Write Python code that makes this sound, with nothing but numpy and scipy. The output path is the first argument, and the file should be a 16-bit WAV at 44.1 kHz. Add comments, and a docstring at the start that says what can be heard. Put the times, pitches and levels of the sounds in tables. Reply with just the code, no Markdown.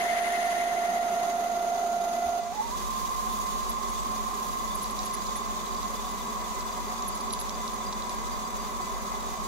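"""On a workbench, a small geared metal lathe is heard close in stereo, facing a rod and then drilling it.
First the gears whine on a steady note, built from tooth-contact tones, while noise and squeal swing with each cut.
Then, a little further off, the motor is turned up: a looser mesh tone joins casing-coloured rumble and hiss.
The drill squeaks in short swells of its high modes, and chips tick as bursts of slips ring short modes."""
import sys
import numpy as np
from scipy import signal
from scipy.fft import rfft, irfft, next_fast_len
from scipy.io import wavfile

SR = 44100
rng = np.random.default_rng(int(sys.argv[2]) if len(sys.argv) > 2 else 0)


def materialize(psi):
    """Save the field psi as 16-bit PCM at rate SR to the path in sys.argv[1].

    A 1-D psi becomes a single channel; in a 2-D psi each row is a channel.
    """
    bounded = np.clip(np.atleast_2d(psi).T, -1, 1)
    quanta = np.round(bounded * 32767).astype(np.int16)
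    wavfile.write(sys.argv[1], SR, quanta)


N = 417627
TIME = np.arange(N) / SR

# Motor speed as tooth contacts: (time [s], mesh rate [Hz])
MOTOR_SPEED = [(2.49, 695.85), (2.525, 716), (2.54, 845), (2.6, 850), (2.655, 930), (2.715, 955),
               (2.745, 1040), (2.95, 1048), (3.3, 1051.5), (9.47, 1054)]
# Slow gear tones: (times per pinion turn, times per wheel turn, level [dB], left-right [dB], left lead [rad])
SLOW_GEAR_TONES = [(1, 0, -24, 8, 2.1), (0, 3, -38, 20, 1.3), (0, 11, -31, -3, 0), (0, 13, -24, 1, 0),
                   (0, 14, -32, -2, -.7), (0, 20, -31, -9, .5), (0, 21, -29, -9, .2), (0, 22, -28, -4, 0),
                   (0, 24, -32, -7, .2), (0, 25, -26, -7, -.5), (0, 33, -27, -4, -.5), (23, 0, -17, -3, 0),
                   (0, 37, -24, -1, -.5), (24, 0, -14, -2, -.5), (0, 38, -24, -6, -.4), (25, 0, 0, -4, -.3),
                   (0, 40, -11, -2, -.3), (26, 0, -24, -4, 0), (0, 41, -17, -5, .3), (0, 42, -12, -11, -.9),
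                   (0, 43, -26, -2, -1.7), (0, 49, -28, -2, -1), (0, 52, -26, -2, -1),
                   (50, 0, -18, -4, -1.8), (50, 1, -29, -2, -.4)]
# Fast gear tones: (spindle orders off the mesh, level [dB], left-right [dB], left lead [rad])
FAST_GEAR_TONES = [(-1, -10, -20, 1.2), (0, 0, -6, 2.3), (1, -15, 2, -2.3), (2, -15, 20, 1.8),
                   (4, -15, 15, 2.8), (-2, -16, -4, 2.8)]
# Mesh tone while drilling: (time [s], level [dB])
FAST_MESH_LEVEL = [(2.52, -55), (2.56, -41), (2.6, -28), (2.65, -35), (2.685, -37), (2.72, -34),
                   (2.755, -34.5), (2.82, -40), (2.89, -34.5), (3.0, -33), (3.7, -34.5), (4.8, -35.5),
                   (5.8, -38), (6.1, -41), (7.2, -40.5), (9.47, -40.5)]
# Casing resonances, silent below 0 dB: (centre [Hz], width [Hz], slow boost [dB], fast boost [dB])
CASING_MODES = [(215, 40.7, -1.5, 13.9), (393, 31.6, 7.5, 11), (540, 180, -2, 0.96), (690, 112, 10, 1.7),
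                (740.3, 18.7, 14, 10.1), (865, 12, -12, 9.5), (980, 64, 0.5, 11.6), (1091, 68, 3.5, 17.1),
                (1172, 32, -1.5, 11.5), (1215, 20, 1, 8), (1272, 30, 4.5, 10.8), (1360, 65, 4.5, 0.63),
                (1630, 34, -2, 5.4), (2023, 16.8, 14, 12.8), (3514, 27, 8.5, 7.2), (3826, 22, 8, 6.8),
                (4070, 21, 7, 4), (4730, 27, 8, 9.5), (5800, 710, -4, 5.4), (6340, 225, 12, 6),
                (6760, 40, 15.5, 11.4), (7250, 110, -5, 4.5), (8200, 28, 4, 2.2), (9900, 78, -2, 1.7)]
# Noise colours of the slow running, the cut, the rumble, the hiss and the top hiss:
# (frequency [Hz], relative density [dB per Hz])
SLOW_COLOUR = [(30, -16), (70, -5), (120, -12), (200, 4.5), (500, -0.5), (1000, 2), (1700, -7.5),
               (2800, -9.5), (5000, -12.5), (7000, -14.5), (8300, -20), (10500, -13.5), (13000, -17),
               (16000, -22)]
RASP_COLOUR = [(400, -22), (900, -14), (1500, 0), (1850, 3), (2050, 8.5), (2300, -3), (3300, -3),
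               (5000, -12.5), (8500, -19), (9350, -13), (9700, -1), (10050, -11), (10500, -6),
               (11000, -12.5), (15000, -39)]
RUMBLE_COLOUR = [(25, -6), (70, -1), (120, -2.5), (300, -0.5), (600, 6), (1200, 0), (1600, -4),
                 (2500, -4.5), (3200, -71)]
HISS_COLOUR = [(1800, -28), (2600, 0), (4000, 2.5), (5300, -3.5), (7000, 1), (8300, -6), (9500, -5.5),
               (11000, -12)]
TOP_COLOUR = [(7500, -18.5), (9000, -7), (10500, -2), (12000, -2), (14000, -6.5), (16000, -6)]
# Stereo width of the noise: (frequency [Hz], side over mid [dB])
SLOW_STEREO_WIDTH = [(60, -22), (110, -4), (200, -13), (380, -6.5), (700, -1), (1290, 1.5), (2380, -0.5),
                     (4400, 1), (8120, 0.5), (15000, -1)]
FAST_STEREO_WIDTH = [(60, 20.5), (110, -22), (200, -9.5), (380, -6.5), (700, -3.5), (1290, 0.5), (2380, -1),
                     (4400, 0), (8120, -1), (15000, 0)]
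# Stereo balance of the noise: (frequency [Hz], left-right [dB])
SLOW_BALANCE = [(60, 8.5), (110, 4.5), (200, -1), (380, -2), (700, -5), (1290, 0.5), (2380, 4),
                (4400, -2.5), (8120, -12), (15000, 13.5)]
FAST_BALANCE = [(60, -0.5), (110, 3), (200, -2.5), (380, -5), (700, -3), (1290, -1.5), (2380, 0),
                (4400, -2), (8120, -3.5), (15000, 7.5)]
# Two strands of tool chatter that take turns:
# (pitch [Hz], swing [Hz], level over the rasp [dB], swell at the top of the turn [dB])
CHATTER_STRANDS = [(2040, 54, 0.5, 4.5), (1876, 40, -2, -4.5)]
# Rough notes either side of the mesh: (pitch [Hz], level [dB], left-right [dB], left lead [rad])
BORE_TONES = [(998, 0, 21, -1.3), (1074, -1, 0.5, 1.86)]
# High modes of the drill: (pitch [Hz])
DRILL_MODES = [9960, 10550, 11350]
# Drill margin rubbing the bore: (time [s], level [dB], centre [Hz], length [s])
DRILL_RUBS = [(3.693, -30.5, 11370, 0.03), (3.8853, -45, 10500, .04), (4.75, -29, 10830, 0.025),
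              (4.82, -34.5, 10800, .038), (4.904, -36.5, 10500, .025), (5.051, -31.5, 10640, 0.03),
              (5.134, -29, 10800, 0.031), (5.357, -34, 10540, 0.033), (7.078, -25.5, 10900, 0.027),
              (7.1449, -41, 10600, .036), (7.2097, -39, 9750, 0.017), (7.327, -29, 10530, 0.027),
              (7.394, -31, 10900, 0.042), (7.675, -42, 10400, .025), (7.7365, -42, 10000, .025),
              (8.092, -44, 9900, .022), (8.1446, -47, 10500, .025), (9.439, -44, 10550, 0.02)]
# Chips snapping: (time [s], level [dB], centre [Hz])
CHIP_SNAPS = [(3.716, -43, 4450), (3.8851, -44, 3700), (4.8434, -37, 4300), (4.991, -35, 4300),
              (5.032, -41, 4700), (5.0784, -40, 4650), (5.2684, -46, 4300), (5.666, -43, 3800),
              (5.7483, -46, 4500), (5.8306, -44, 4600), (6.6069, -44, 5000), (7.0234, -36, 5000),
              (7.208, -39, 4500), (7.3065, -37, 6500), (7.309, -42, 3900), (7.3357, -36, 4600),
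              (7.3906, -41, 4300), (7.414, -38, 4500), (7.4945, -37, 4500), (7.6785, -38, 4050),
              (7.927, -41, 4400), (7.932, -41, 5800), (8.0222, -44, 4200), (8.095, -39, 4600),
              (8.2701, -45, 3600), (8.3914, -46, 4200)]
# Short modes struck by a snap: (pitch [Hz], level [dB], decay by 60 dB [s])
SNAP_MODES = [(3940, 0.5, 0.031), (4050, 3, 0.023), (4520, 6.5, 0.018), (4960, 3, 0.016), (5660, 8, 0.015),
              (6740, 10, 0.011), (9800, 4, .006)]
# Packed flutes, small chips crackle; silent where the end precedes the start: (start [s], end [s])
PACKED_SPANS = [(4.75, 5.9), (6.95, 6.2)]
# Two duller knocks: (time [s], peak [dB])
DULL_KNOCKS = [(5.1432, -37), (5.3567, -34)]
# Thin notes that wander and break up while drilling: (pitch [Hz])
THIN_PITCHES = [220, 3521, 4735, 7825, 2022]
# The same notes: (wander [Hz], level [dB], flicker [dB], left-right [dB], left lead [rad])
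THIN_MOTION = [(8.01, -47.5, 0.3, 0, -0.13), (20, -61, 5.5, 5, 1.4), (28, -62, 5.5, 10, 1.5),
               (6.6, -61, 3.5, 22, -.6), (10.6, -75, -1, -15, -0.2)]
# Top hiss: (time [s], level [dB])
TOP_HISS_LEVEL = [(2.41, -62), (2.75, -50), (3.4, -47.5), (3.7, -52), (4.5, -48.5), (5.3, -53),
                  (6.0, -51.5), (8, -54.5), (9.0, -52.5), (9.47, -54.5)]
# Rotor hum, rumble and bearing hiss, each one row:
# (full-speed level [dB], change when slow [dB], drift while drilling [dB per s])
HUM_LEVEL = (-39, -16, -0.44)
RUMBLE_LEVEL = (-38, -2.1, 0.11)
HISS_LEVEL = (-45, -4.5, -0.33)

PINION_TEETH, WHEEL_TEETH, SPINDLE_RATIO = 25, 39, 76   # the ratio is tooth contacts per spindle turn
SLOW_MESH_HZ, FAST_MESH_HZ, SPEED_WANDER_HZ = 695.85, 1050, 1.5   # the wander is that of full speed
CHANGE_S = 2.403   # from here on it is heard further off
SLOW_END = round(2.85 * SR)   # last sample of the slow whine
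GEAR_DB, GEAR_FAR_DB, GEAR_FADE_DB = -29, -34, -40   # whine close up, further off, its loss by full speed
WEAK_PINION_TOOTH_S, WEAK_WHEEL_TOOTH_S = 1.5784, 1.606   # a moment when each worn tooth is in mesh
# where in the mesh cycle each worn tooth pushes; a half opposes the tone
PINION_ERROR_CYCLES, WHEEL_ERROR_CYCLES = .83, .63
FACING_TURN_HZ, SQUEAL_TOP_S, SQUEAL_ROUGH_HZ = 11.7, .01, 60   # rod turns, a top of the swing, pitch jitter
RUNNING_DB, RUNNING_DB_PER_S = -37.5, -0.28   # running noise while facing
# the cut shrinks towards the centre: dB lost after 1 s, ever faster
RASP_DB, RASP_FALL_DB, RASP_FALL_POWER = -40.5, -8, 1.93
# deep in the bore, and while speeding up, the tooth timing scatters
MESH_LOOSE_S, MESH_LOOSE_CYCLES, RUN_UP_LOOSE_CYCLES = 5.6, .3, .08
LEAN_DB, LEAN_DB_PER_S = -.5, -0.01   # left-right balance of the fast running
BORE_NOTE_DB, BORE_NOTE_FULL_S, BORE_NOTE_DB_PER_S = -42.5, 6.5, 2   # grow with depth, then hold
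SQUEAK_DB_PER_KHZ = -17   # modes away from the centre sing less
SQUEAK_LEAN_DB, SQUEAK_LEAN_DB_PER_S = 4, -1.8   # left at first, drifting right as the drill goes in
TICK_LEAN_DB = -8
TICK_DB_PER_OCTAVE, TICK_SCATTER_DB = -13, 2   # modes off a snap's centre are struck less, and unevenly
SNAP_S, SNAP_LOW_HZ, CRACK_DB = 0.0003, 3200, -4   # slip decay, lowest sound, dry crack over the ring
CRACKLES_PER_S, CRACKLE_DB = 40, -53   # the level is that of the softest crackle
# rumble in this band wakes only as the mesh climbs into it: cut at low speed, rise by full speed
WHINE_BAND_HZ, WHINE_BAND_SLOW_DB, WHINE_BAND_RISE_DB = (900, 1300), -13.5, 9
# extra rumble just over the mesh, against the rumble in that band, fading as drilling goes on
UPPER_BAND_HZ, UPPER_BAND_DB, UPPER_BAND_DB_PER_S = (1115, 1190), 3, -2
THUD_S, THUD_DB, THUD_HZ, THUD_T60_S = 2.25, -35.5, 68.5, .2   # level before the fade
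CUTOFF_HZ = 15760


def amp(db):
    """Turn dB into gain."""
    return 10 ** (np.asarray(db) / 20)


def in_time(rows):
    """Read a (time, value) curve sample by sample."""
    times, values = np.transpose(rows)
    return np.interp(TIME, times, values)


def at_hz(points, hz):
    """Read a spectrum on a log frequency axis."""
    points = np.array(points)
    return np.interp(np.log(hz), np.log(np.maximum(points[:, 0], 1)), points[:, 1])


def drift(rate):
    """Random wander of spread 1, twice smoothed at a rate in Hz."""
    step = 40   # samples between wander points
    r = np.exp(-2 * np.pi * rate * step / SR)
    noise = rng.standard_normal(N // step + 4002)
    slow = signal.lfilter([1], [1, -2 * r, r * r], noise)[4000:]
    return np.interp(np.arange(N) / step, np.arange(len(slow)), slow / slow.std())


def sides(pan_db):
    """Left and right gains of power 1 on average."""
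    gains = amp(np.array([[.5], [-.5]]) * pan_db)
    return gains / np.sqrt(np.mean(gains ** 2, axis=0))


def tone(turns, level_db, pan_db, lead, start=None):
    """A sine of given rms that reaches the two channels with its own balance and lead."""
    start = rng.random() if start is None else start
    phase = 2 * np.pi * (turns + start) + lead * np.array([[.5], [-.5]])
    return np.sqrt(2) * amp(level_db) * sides(pan_db) * np.sin(phase)


def ring(clicks, hz, t60):
    """A damped resonator: a unit click sets a sine of height 1 ringing."""
    r, w = amp(-60 / (t60 * SR)), 2 * np.pi * hz / SR
    return signal.lfilter([0, np.sin(w)], [1, -2 * r * np.cos(w), r * r], clicks + 1e-18)


def bandpass(sound, band_hz):
    """Pick out a band without delay."""
    return signal.sosfiltfilt(signal.butter(2, band_hz, "band", fs=SR, output="sos"), sound)


def casing_noise(throb_db, colour, fast, resonant=True):
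    """Throbbing friction noise coloured by a spectrum and the casing resonances; mid rms 1."""
    size = next_fast_len(N)
    hz = np.maximum(np.arange(size // 2 + 1) * SR / size, 1)
    power = 1
    if resonant:
        for centre, width, *boost_db in CASING_MODES:
            peak = amp(2 * max(boost_db[fast], 0)) - 1
            power = power + peak / (1 + ((hz - centre) / width) ** 2) ** 2
    throbbing = rng.standard_normal((2, N)) * amp(throb_db)
    mid, side = rfft(throbbing, size) * amp(at_hz(colour, hz)) * np.sqrt(power)
    side = side * amp(at_hz((SLOW_STEREO_WIDTH, FAST_STEREO_WIDTH)[fast], hz))
    lean = sides(at_hz((SLOW_BALANCE, FAST_BALANCE)[fast], hz))
    out = irfft(lean * np.array([mid + side, mid - side]), size)[:, :N]
    return out / np.std(out.mean(axis=0))


def slow_gears(mesh_turns, level_db, near):
    """Tooth contact and its sidebands: each wheel repeats its errors once a turn; the run-up shakes them loose."""
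    shaken = np.clip((TIME - MOTOR_SPEED[1][0]) * 50, 0, 1)
    turns = (mesh_turns + .03 * drift(2.2) + .25 * drift(30) * shaken)[:SLOW_END]
    weak_pinion = WEAK_PINION_TOOTH_S * SLOW_MESH_HZ / PINION_TEETH
    weak_wheel = WEAK_WHEEL_TOOTH_S * SLOW_MESH_HZ / WHEEL_TEETH
    out = np.zeros((2, N))
    for p, w, db, pan, lead in SLOW_GEAR_TONES:
        order = p / PINION_TEETH + w / WHEEL_TEETH
        start = None
        # sidebands work against the mesh tone as a worn tooth passes, so the whine dips briefly
        if order == 1:
            start = 0
        elif abs(order - 1) < 1 / 5:
            if p:
                start = PINION_ERROR_CYCLES - (p - PINION_TEETH) * weak_pinion
            else:
                start = WHEEL_ERROR_CYCLES - (w - WHEEL_TEETH) * weak_wheel
        reach_db = -3.5 * (1 - near) * (order != 1)   # the weaker tones carry less further off
        tone_db = db + reach_db + 0.46 * drift(5.3)
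        out[:, :SLOW_END] += tone(order * turns, tone_db[:SLOW_END], pan, lead, start)
    return amp(level_db) * out


def facing(mesh_turns):
    """Running noise beats with both wheels; the cut rasps and squeals, swinging once a turn of the rod."""
    noise_db = RUNNING_DB + RUNNING_DB_PER_S * TIME
    rasp_db = RASP_DB + RASP_FALL_DB * TIME ** RASP_FALL_POWER
    pinion_beat = 0.44 * np.sin(2 * np.pi * mesh_turns / PINION_TEETH)
    wheel_beat = 0.5 * np.sin(2 * np.pi * mesh_turns / WHEEL_TEETH)
    running = casing_noise(pinion_beat + wheel_beat + 1.18 * drift(36), SLOW_COLOUR, fast=0)
    bite = np.cos(2 * np.pi * FACING_TURN_HZ * (TIME - SQUEAL_TOP_S))
    squeal = 0
    for hz, swing_hz, db, swell_db in CHATTER_STRANDS:
        turns = np.cumsum(hz + swing_hz * bite + SQUEAL_ROUGH_HZ * drift(151)) / SR
        strand_db = db + swell_db * bite + 2.2 * drift(45) + 1.9 * drift(250)
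        squeal = squeal + tone(turns, strand_db, 6.4, 2.1)
    rasp = casing_noise(1.6 * bite + 1.6 * drift(35), RASP_COLOUR, fast=0, resonant=False)
    return amp(noise_db) * running + amp(rasp_db) * (rasp + squeal)


def fast_gears(mesh_turns, effort):
    """A looser mesh tone with spindle sidebands, its tooth timing scattered."""
    deep = MESH_LOOSE_CYCLES * np.clip(TIME - MESH_LOOSE_S, 0, 1)
    run_up = RUN_UP_LOOSE_CYCLES * 4 * effort * (1 - effort)   # loosest halfway up to speed
    turns = mesh_turns + 0.13 * drift(4.5) + (deep + run_up) * drift(25)
    spindle = mesh_turns / SPINDLE_RATIO
    mesh = sum(tone(turns + k * spindle, db + 0.97 * drift(36), pan, lead)
               for k, db, pan, lead in FAST_GEAR_TONES)
    return amp(in_time(FAST_MESH_LEVEL)) * mesh


def bore_notes():
    """Rough, wandering notes either side of the mesh that grow as the drill goes in."""
    depth_db = BORE_NOTE_DB + BORE_NOTE_DB_PER_S * np.minimum(TIME - BORE_NOTE_FULL_S, 0)
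    out = 0
    for hz, db, pan, lead in BORE_TONES:
        turns = np.cumsum(hz + 5 * drift(2.41) + 12 * drift(21.55)) / SR
        out = out + tone(turns, depth_db + db + 2.2 * drift(26), pan, lead)
    return out


def squeaks():
    """Each rub swells and fades, slightly rough, in the high modes of the drill nearest its centre."""
    out = np.zeros((2, N))
    lead = 0.78 * np.array([[1], [-1]])
    carriers = [np.sin(2 * np.pi * (hz * TIME + .25 * drift(60)) + lead) * amp(3.7 * drift(80))
                for hz in DRILL_MODES]
    for s, level_db, centre_hz, length in DRILL_RUBS:
        span = slice(round((s - .008) * SR), min(round((s - .008 + length) * SR), N))
        swell = np.sin(np.pi * (TIME[span] - s + 0.0067) / length) ** 2
        sung = sum(amp(SQUEAK_DB_PER_KHZ * abs(hz - centre_hz) / 1000) * carrier[:, span]
                   for hz, carrier in zip(DRILL_MODES, carriers))
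        lean_db = SQUEAK_LEAN_DB + SQUEAK_LEAN_DB_PER_S * (s - DRILL_RUBS[0][0])
        out[:, span] += sides(lean_db) * amp(level_db) * swell * sung
    return out


def ticks():
    """Each chip snap is a quick run of slips that strikes the short modes nearest its centre."""
    packed = sum((TIME > start) & (TIME < end) for start, end in PACKED_SPANS)
    small_s = TIME[rng.random(N) < packed * CRACKLES_PER_S / SR]
    small_db = CRACKLE_DB + 3.0 * np.minimum(rng.exponential(1, len(small_s)), 2)
    small_hz = rng.uniform(3600, 6800, len(small_s))
    small = np.array([small_s, small_db, small_hz])
    s, level_db, centre_hz = np.hstack([np.transpose(CHIP_SNAPS), small])
    at, out = (s * SR).astype(int), np.zeros((2, N))
    slips = rng.standard_normal((len(s), 200)) * np.exp(-TIME[:200] / SNAP_S)
    slips[:, 0] = 4   # the first slip is hard
    slips /= np.sqrt(np.sum(slips ** 2, axis=1, keepdims=True))
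    uneven_db = TICK_SCATTER_DB * rng.standard_normal((len(s), len(SNAP_MODES)))
    for (hz, db, t60), scatter_db in zip(SNAP_MODES, uneven_db.T):
        clicks = np.zeros((2, N))
        off_centre_db = TICK_DB_PER_OCTAVE * abs(np.log2(hz / centre_hz))
        strength = amp(level_db + db + scatter_db + off_centre_db)
        for i, (left, right), burst in zip(at, (sides(TICK_LEAN_DB) * strength).T, slips):
            clicks[0, i + 2:i + 202] += left * burst   # the right channel hears it two samples early
            clicks[1, i:i + 200] += right * burst
        out += ring(clicks, hz, t60) + amp(CRACK_DB) * clicks
    return signal.sosfilt(signal.butter(4, SNAP_LOW_HZ, "high", fs=SR, output="sos"), out)


def knocks():
    """Single clicks that set one duller mode ringing, in the middle of the stereo image."""
    clicks = np.zeros(N)
    for s, peak_db in DULL_KNOCKS:
        clicks[round(s * SR)] = amp(peak_db)
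    return ring(clicks, 2010.0, 0.028)


def running_level(row, effort):
    """Gain of a running noise that follows motor speed and drifts while drilling."""
    full_db, slow_db, db_per_s = row
    return amp(full_db + slow_db * (1 - effort) + db_per_s * (TIME - CHANGE_S))


def rotor_hum(mesh_turns, effort):
    """Rotor unbalance hums once a pinion turn."""
    flicker = amp(1.3 * drift(9) + 1.5 * drift(25))
    hum = tone(mesh_turns / PINION_TEETH + .04 * drift(2.7), 0, 2.3, -2.66)
    return running_level(HUM_LEVEL, effort) * flicker * hum


def gear_rumble(spindle, effort):
    """Casing noise throbbing twice a spindle turn, its whine band waking with speed."""
    rumble = casing_noise(0.12 * np.sin(4 * np.pi * spindle) + 0.43 * drift(38), RUMBLE_COLOUR, fast=1)
    band = bandpass(rumble, WHINE_BAND_HZ)
    upper = bandpass(rumble, UPPER_BAND_HZ)
    upper_gain = amp(UPPER_BAND_DB + UPPER_BAND_DB_PER_S * (TIME - CHANGE_S))
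    band_gain = amp(WHINE_BAND_SLOW_DB + WHINE_BAND_RISE_DB * effort ** 2)
    rumble = rumble - band + band_gain * (band + upper * upper_gain)
    return running_level(RUMBLE_LEVEL, effort) * rumble


def bearing_hiss(spindle, effort):
    """Bearing hiss and a top hiss throb once a spindle turn and share one flutter."""
    turn, flutter_db = np.sin(2 * np.pi * spindle), 1.15 * drift(42)
    hiss = casing_noise(0.21 * turn + flutter_db, HISS_COLOUR, fast=1)
    top = casing_noise(0.36 * turn + flutter_db, TOP_COLOUR, fast=1)
    return running_level(HISS_LEVEL, effort) * hiss, amp(in_time(TOP_HISS_LEVEL)) * top


def thin_notes(effort):
    """Thin sines whose pitch wanders and whose level flickers, coming up with motor speed."""
    out = 0
    for hz, (wander_hz, db, flicker_db, pan, lead) in zip(THIN_PITCHES, THIN_MOTION):
        turns = hz * TIME + np.cumsum(wander_hz * drift(10.47)) / SR
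        out = out + tone(turns, db + flicker_db * drift(29), pan, lead)
    return out * effort


def fast_running(mesh_turns, effort):
    """The driven lathe while drilling: gears, bore notes, rumble and hiss lean together; the rest stay put."""
    spindle = mesh_turns / SPINDLE_RATIO
    hiss, top = bearing_hiss(spindle, effort)
    leaning = fast_gears(mesh_turns, effort) + bore_notes() + gear_rumble(spindle, effort) + hiss
    lean = sides(LEAN_DB + LEAN_DB_PER_S * (TIME - CHANGE_S))
    return lean * leaning + top + rotor_hum(mesh_turns, effort) + thin_notes(effort)


def thud():
    """A soft bump on the bench: a low, decaying sine with a rounded start."""
    after = np.maximum(TIME - THUD_S, 0)
    fade = amp(THUD_DB - 60 * after / THUD_T60_S)
    return fade * (1 - np.exp(-after / 0.014)) * np.sin(2 * np.pi * THUD_HZ * after)


def scene():
    """Facing close up, then drilling from further off."""
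    mesh_hz = in_time(MOTOR_SPEED)
    effort = np.clip((mesh_hz - SLOW_MESH_HZ) / (FAST_MESH_HZ - SLOW_MESH_HZ), 0, 1)   # 0 slow, 1 full speed
    mesh_turns = np.cumsum(mesh_hz + SPEED_WANDER_HZ * effort * drift(1.49)) / SR
    near = np.clip((CHANGE_S - TIME) * 200 + .5, 0, 1)   # 1 close up, 0 further off
    far = 1 - near
    gear_db = near * GEAR_DB + far * (GEAR_FAR_DB + GEAR_FADE_DB * effort ** 2)
    whine = slow_gears(mesh_turns, gear_db, near) * (effort < 1)
    lathe = whine + near * facing(mesh_turns) + far * fast_running(mesh_turns, effort)
    return lathe + squeaks() + ticks() + knocks() + thud()


def record(dry):
    """A steep low-pass cuts the top."""
    return signal.sosfilt(signal.ellip(12, .5, 60, CUTOFF_HZ, fs=SR, output="sos"), dry)


dry = scene()
out = record(dry)
materialize(out)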